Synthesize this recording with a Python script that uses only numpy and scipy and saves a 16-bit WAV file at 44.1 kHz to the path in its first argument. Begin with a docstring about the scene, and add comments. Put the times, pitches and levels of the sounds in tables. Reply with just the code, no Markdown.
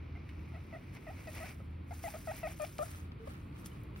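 """Guinea pig in hay

A guinea pig walks through hay towards the microphone and past it, in a wooden pen indoors.
It clucks in short soft calls that dip in pitch and flick up at the end. Hay brushes its fur,
stalks snap, feet scuff and knock on the boards, then shuffle beside the microphone.
Under it lie a low room rumble and a wavering hum."""
import sys
import numpy as np
from scipy import signal
from scipy.fft import rfft, irfft
from scipy.io import wavfile
from scipy.ndimage import map_coordinates

SR = 44100
rng = np.random.default_rng(int(sys.argv[2]) if len(sys.argv) > 2 else 0)


def int16_out(signal):
    """Quantize to a 16-bit WAV file."""
    q = np.round(np.clip(np.atleast_2d(signal).T, -1, 1) * 32767)
    wavfile.write(sys.argv[1], SR, q.astype(np.int16))


N = 176400
TIME_S, BIN_HZ = np.arange(N) / SR, np.fft.rfftfreq(N, 1 / SR)
SIDES = np.array([[1], [-1]])  # left, right
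TOP_HZ = 15750


def amp(db):
    """Decibels to gain."""
    return 10 ** (np.asarray(db) / 20)


def unit(x):
    """Scale to unit rms."""
    return x / np.sqrt(np.mean(x ** 2))


def decay(age_s, t60_s):
    """Exponential fall, 60 dB in t60_s."""
    return np.exp(-np.log(1000) * age_s / t60_s)


def curve(rows):
    """Interpolate (time_s, value) rows at every sample."""
    return np.interp(TIME_S, *np.array(rows).T)


def by_pitch(rows):
    """Interpolate (freq_hz, value) rows at every bin, on a log axis."""
    hz, value = np.array(rows).T
    return np.interp(np.log(np.maximum(BIN_HZ, 1)), np.log(hz), value)


def colour(x, rows):
    """Filter by (freq_hz, gain_db) rows, then scale to unit rms."""
    return unit(irfft(rfft(x) * amp(by_pitch(rows)), N))


def walk(rate_hz):
    """Smooth random drift, rate_hz knots a second."""
    knots = rng.standard_normal(int(N / SR * rate_hz) + 4)
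    return map_coordinates(knots, [TIME_S * rate_hz], order=2, mode="mirror")


def spread(pair, likeness):
    """Mix two independent noises to left and right of a given correlation."""
    c = np.clip(likeness, 0, 1)
    mid, side = rfft(pair) * np.sqrt(np.array([1 + c, 1 - c]).reshape(2, -1) / 2)
    return irfft(np.array([mid + side, mid - side]), N)


def grains(rate_hz, spread_db, likeness):
    """Stereo stream of tiny clicks, a few much stronger than the rest."""
    size = amp(spread_db * np.minimum(rng.exponential(size=(2, N)), 6))
    hits = rng.random((2, N)) < rate_hz / SR
    return spread(hits * size * rng.standard_normal((2, N)), likeness)


def swells(rows):
    """Sum of Gaussian envelopes from (centre_s, sigma_s, level_db) rows."""
    return sum(amp(db) * np.exp(-.5 * ((TIME_S - centre) / sigma) ** 2) for centre, sigma, db in rows)


def room(hum_hz=81.27):
    """Low rumble, faint hiss and a wavering hum."""
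    # freq_hz, gain_db
    spectrum = [(30, -31), (46, -1), (80, 2), (150, -2.5), (220, -10), (310, -8.5), (380, -16), (720, -27),
                (1250, -24), (1650, -31.5), (2300, -27.5), (3100, -37), (4500, -43.5), (6000, -62.5),
                (16000, -56)]
    # freq_hz, left_right_correlation
    likeness = [(100, .998), (210, .95), (330, .55), (600, .05), (1300, .05), (2200, .75)]
    # time_s, level_db
    noise_level = [(0, -47.5), (2.75, -49), (3.7, -46)]
    # time_s, level_db
    hum_level = [(0, -48.5), (.6, -49.5), (.95, -74), (1.13, -45.5), (1.3, -60), (1.75, -45.5),
                 (2.1, -53.5), (2.8, -66.5), (3.03, -46.5), (3.4, -58)]
    noise = colour(spread(rng.standard_normal((2, N)), by_pitch(likeness)), spectrum)
    phase = 2 * np.pi * np.cumsum(hum_hz * (1 + .0333 * walk(12))) / SR
    hum = np.sqrt(2) * np.sin(phase) * amp(curve(hum_level) - .3 * walk(12))
    return noise * amp(curve(noise_level)) + hum


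def low_tone(start_s=3.19, length_s=.075, pitch_hz=450, level_db=-55):
    """A faint, brief tone swells and fades."""
    swell = np.abs(np.sin(np.pi * np.clip((TIME_S - start_s) / length_s, 0, 1)))
    return amp(level_db) * np.sqrt(2 * swell) * np.sin(2 * np.pi * pitch_hz * TIME_S)


def hay(band_hz=1100, stalk_db=2.8, boost_db=3.5, flicker_db=.66):
    """Dry stalks slide over fur: dense, bright crackle; each stalk favours its own band."""
    # time_s, level_db (before boost)
    movement = [(0.15, -101), (0.29, -82.5), (0.92, -78), (0.95, -65), (0.99, -76.5), (1.27, -66.5),
                (1.34, -58), (1.5, -61), (1.57, -74.5), (1.82, -94), (1.94, -62.5), (2.01, -63.5),
                (2.05, -54.5), (2.18, -61.5), (2.35, -59.5), (2.37, -55), (2.44, -65.5), (2.52, -58),
                (2.56, -66), (2.62, -57.5), (2.76, -65), (2.82, -59), (2.96, -61), (3.17, -93.5),
                (3.29, -66), (3.51, -85), (3.6, -66.5), (3.64, -74), (3.66, -55.5), (3.69, -71),
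                (3.94, -86), (3.97, -68)]
    # freq_hz, gain_db
    spectrum = [(250, 4), (600, -6), (1200, 3), (2400, 5.5), (4200, -0.5), (5300, 2), (15500, 1.5)]
    clicks = rfft(grains(rate_hz=14000, spread_db=2.3, likeness=.85))
    crackle = 0
    for centre_hz in np.arange(0, TOP_HZ + band_hz, band_hz):
        band = np.maximum(1 - np.abs(BIN_HZ - centre_hz) / band_hz, 0)
        crackle += irfft(clicks * band, N) * amp(stalk_db * walk(130))
    return colour(crackle, spectrum) * amp(curve(movement) + boost_db + flicker_db * walk(70))


def scuffs():
    """Feet push through the bedding: duller swells of crackle."""
    # centre_s, sigma_s, level_db
    pushes = [(.66, 0.64, -65), (0.962, 0.011, -58), (1.2, 0.098, -63), (1.37, 0.021, -51.5),
              (1.43, 0.039, -57), (1.462, 0.0087, -52), (1.501, 0.022, -55.5), (2.11, 0.066, -61.5),
              (2.372, 0.049, -56), (2.50, 0.032, -55.5), (2.91, 0.027, -73)]
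    # freq_hz, gain_db
    spectrum = [(200, -11), (600, 1.5), (1600, -3.5), (2300, 5.5), (2700, -2), (3200, -13), (6000, -12),
                (12000, -105)]
    return swells(pushes) * colour(grains(rate_hz=4500, spread_db=1.6, likeness=.7), spectrum)


def shuffles(flicker_db=2.5, tap_decay_s=.0036):
    """Feet shuffle and claws tap beside the microphone, nearly in antiphase at its two ports."""
    # centre_s, sigma_s, level_db
    pushes = [(2.95, 0.08, -60), (3.31, 0.068, -59.5), (3.61, 0.047, -62), (3.75, 0.022, -63),
              (3.99, 0.015, -61.5)]
    # freq_hz, gain_db
    crunch_spectrum = [(200, -12), (450, 4.5), (1300, 12), (5000, -6), (12000, -64)]
    # start_s, level_db
    taps = [(3.119, -50.5), (3.528, -58), (3.961, -47.5)]
    # freq_hz, gain_db
    tap_spectrum = [(200, -10), (1300, 15.5), (5000, 1), (10000, -39)]
    push = swells(pushes) * amp(flicker_db * walk(60))
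    crunch = push * colour(grains(rate_hz=3000, spread_db=2.5, likeness=.6), crunch_spectrum)
    tap = sum(amp(db) * (TIME_S >= start_s) * np.exp(-np.abs(TIME_S - start_s) / tap_decay_s)
              for start_s, db in taps)
    ticks = tap * colour(spread(rng.standard_normal((2, N)), likeness=1), tap_spectrum)
    return (crunch + ticks) * SIDES


def stalk_ping(start_s=3.717, pitch_hz=3009, level_db=-56, t60_s=.045):
    """A bent stalk springs free and rings briefly."""
    age_s = np.maximum(TIME_S - start_s, 0)
    return amp(level_db) * np.sin(2 * np.pi * pitch_hz * age_s) * decay(age_s, t60_s)


def snaps(width_oct=.45, size=2048):
    """Single stalks break, each a noise burst around its own pitch."""
    # start_s, level_db, centre_hz, decay_s
    breaks = [(.291, -53, 2000, 0.01), (1.272, -58, 4400, 0.0097), (1.351, -48, 10000, 0.0028),
              (1.403, -45, 8040, .0012), (2.051, -51, 9000, 0.0022), (2.487, -49, 2500, 0.0033),
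              (2.620, -42, 8500, 0.0013), (2.649, -44, 2470, 0.0037), (2.783, -43.5, 2520, 0.004),
              (2.783, -46, 6800, 0.0026), (2.822, -54, 8060, 0.06), (2.915, -51, 7000, .002),
              (3.659, -42.5, 11500, 0.002), (3.659, -50, 5840, 0.0062), (3.668, -49, 11500, .0025),
              (3.835, -51, 13100, 0.00085)]
    out = np.zeros((2, N))
    hz = np.maximum(np.fft.rfftfreq(size, 1 / SR), 1)
    for start_s, db, centre_hz, decay_s in breaks:
        band = 1 / (1 + (np.log2(hz / centre_hz) / width_oct) ** 2)
        noise = unit(irfft(rfft(rng.standard_normal((2, size))) * band))
        burst = noise * np.exp(-TIME_S[:size] / decay_s) * amp(db)
        i = int(start_s * SR)
        out[:, i:i + size] += burst[:, :N - i]
    return spread(out, likeness=1)


def knocks(contact_s=.00075):
    """A soft paw sets the board's modes ringing."""
    # start_s, level_db
    steps = [(1.602, -42), (2.789, -38)]
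    # freq_hz, gain_db, t60_s
    modes = [(282, 3, 0.03), (538, -7.5, 0.066), (638, -12.5, 0.045), (1274, -8.5, 0.036)]
    out = np.zeros(N)
    for start_s, db in steps:
        on = (TIME_S >= start_s) & (TIME_S < start_s + .5)
        age_s = TIME_S[on] - start_s
        ring = sum(amp(gain_db) * np.sin(2 * np.pi * hz * age_s) * decay(age_s, t60_s)
                   for hz, gain_db, t60_s in modes)
        out[on] += amp(db) * ring * (1 - np.exp(-age_s / contact_s))
    return out


def calls():
    """Nearly pure voice with a pulsing rasp; a cluck of throat noise, a sag, then an upward flick."""
    # start_s, length_s, pitch_hz, rise_oct, hold_s, level_db,
    # h2_db, h3_db, h4_db, rasp_db (these four re the fundamental), pan_left_db, left_lead_rad
    notes = [(.151, .028, 696, 0.16, 0.018, -62, -5, -1, -8, -9, -1, 0.12),
             (.537, 0.044, 659, .2, 0.02, -57.5, -9.5, -5, -8, -10, 1, 0.19),
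             (.726, 0.047, 664, 0.13, 0.029, -49, -17, -8.5, -14, -16, -0.5, 0),
             (1.067, 0.047, 662, 0.27, 0.027, -48, -15, -8, -16, -22, 0.5, -0.14),
             (1.270, 0.031, 651, 0.0072, .017, -47.5, -14, -8, -11.5, -22, 2, -0.02),
             (1.402, 0.048, 650, 0.29, 0.0274, -47, -11.5, -7, -17, -28, 1, 0.084),
             (1.908, .023, 676, 0.38, 0.011, -45.5, -16.5, -13, -28, -22, 2.5, 0.24),
             (2.039, 0.05, 675.6, 0.38, 0.03, -41, -21.5, -11.5, -31, -24, 1.5, 0.16),
             (2.138, 0.03, 619, 0.19, 0.014, -46, -14.5, -16.5, -28, -11, 1, -0.13),
             (2.272, .049, 658, 0.4, 0.035, -38.5, -16.5, -14, -19.5, -26, 1.5, 0.11),
             (2.430, .049, 652, 0.35, 0.035, -37.5, -15.5, -11, -14.5, -31, 2.5, -0.08),
             (2.597, .051, 621, 0.37, 0.039, -38.5, -12.5, -21, -18.5, -28, 6, 0.46),
             (2.789, 0.048, 611, .23, 0.03, -37, -6.5, -26.5, -35, -24.5, 5, .9),
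             (3.272, 0.012, 563, 0, .01, -46, -10.5, -26, -30, -18, 2, 1.3)]
    # freq_hz, gain_db
    rasp_spectrum = [(250, -31), (450, 1.5), (800, 9), (1100, -10.5), (1600, -16), (2400, -9.5),
                     (3200, -16), (8000, -28.5)]
    onset_oct, onset_s, sag_oct_per_s, rise_s = .24, .0028, 1.5, .014
    attack_s, release_s, swell_db = .0012, .004, 1.5
    cluck_db, cluck_s = -10, .0051
    throat_top_hz, dulling_db = 2640, -2.5
    jitter = 1 + .014 * walk(220) + .014 * walk(70)
    shimmer = amp(.9 * walk(150))
    flutter = amp(2.8 * np.array([walk(110) for _ in range(3)]))
    rasp = colour(rng.standard_normal(N), rasp_spectrum)
    out = np.zeros((2, N))
    for start_s, length_s, hz, rise_oct, hold_s, db, *overtones_db, rasp_db, pan_db, lead_rad in notes:
        on = (TIME_S >= start_s) & (TIME_S < start_s + length_s + release_s / 2)
        age_s = TIME_S[on] - start_s
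        climb = np.clip((age_s - hold_s) / rise_s, 0, 1)
        dip_oct = onset_oct * np.exp(-age_s / onset_s) - sag_oct_per_s * age_s
        flick_oct = rise_oct * np.sin(climb * np.pi / 2) ** 2
        pitch_hz = hz * jitter[on] * 2 ** (dip_oct + flick_oct)
        phase = 2 * np.pi * np.cumsum(pitch_hz) / SR
        port_rad = SIDES * lead_rad / 2
        pulses = amp(rasp_db) * (1 + np.cos(phase))
        cluck = amp(cluck_db) * np.exp(-age_s / cluck_s)
        voice = np.sin(phase + port_rad) + rasp[on] * (pulses + cluck)
        for k, overtone_db in enumerate(overtones_db, 2):
            throat = 1 / np.sqrt(1 + (k * pitch_hz / throat_top_hz) ** 20)
            gain = amp(overtone_db + dulling_db * climb ** 2) * throat * flutter[k - 2, on]
            voice += gain * np.sin(k * phase + port_rad)
        gate = np.clip(age_s / attack_s, 0, 1) * np.clip((length_s - age_s) / release_s + .5, 0, 1)
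        level_db = db + swell_db * (np.sin(np.pi * age_s / length_s) - 1) + SIDES * pan_db / 2
        out[:, on] += np.sqrt(2) * voice * gate * shimmer[on] * amp(level_db)
    return out


def pen(x, ring_band_hz=(550, 1500)):
    """Wooden walls add a short stereo tail and a slightly longer boxy ring."""
    age_s = TIME_S[:SR // 2]

    def tail(noise, t60_s, delay_s, level_db):
        echo = noise * decay(age_s, t60_s) * (age_s > delay_s)
        return amp(level_db) * echo / np.sqrt(np.sum(echo ** 2, axis=1, keepdims=True))

    bandpass = signal.butter(2, ring_band_hz, "bandpass", fs=SR, output="sos")
    boxy = signal.sosfilt(bandpass, rng.standard_normal((2, len(age_s))))
    ring = tail(boxy, t60_s=.2, delay_s=.012, level_db=-33.5)
    walls = tail(rng.standard_normal((2, len(age_s))), t60_s=.15, delay_s=.004, level_db=-15)
    return x + signal.fftconvolve(x, walls + ring, axes=1)[:, :N]


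def scene():
    """The animal in its pen, over the room."""
    in_pen = calls() + snaps() + stalk_ping() + knocks() + scuffs() + low_tone()
    return pen(in_pen) + shuffles() + hay() + room()


def record(dry):
    """The two microphone ports differ in phase; the top is cut steeply."""
    # freq_hz, left_lead_rad
    port_phase = [(380, 0), (640, .95), (1300, .75), (1900, 0), (5200, .2), (7250, 3.14), (10000, 6.2),
                  (11400, 6.4), (13400, 9.42), (16000, 11.9)]
    turn = np.exp(.5j * by_pitch(port_phase) * SIDES)
    lowpass = signal.ellip(10, .2, 70, TOP_HZ, fs=SR, output="sos")
    return signal.sosfilt(lowpass, irfft(rfft(dry) * turn, N))


dry = scene()
out = record(dry)
int16_out(out)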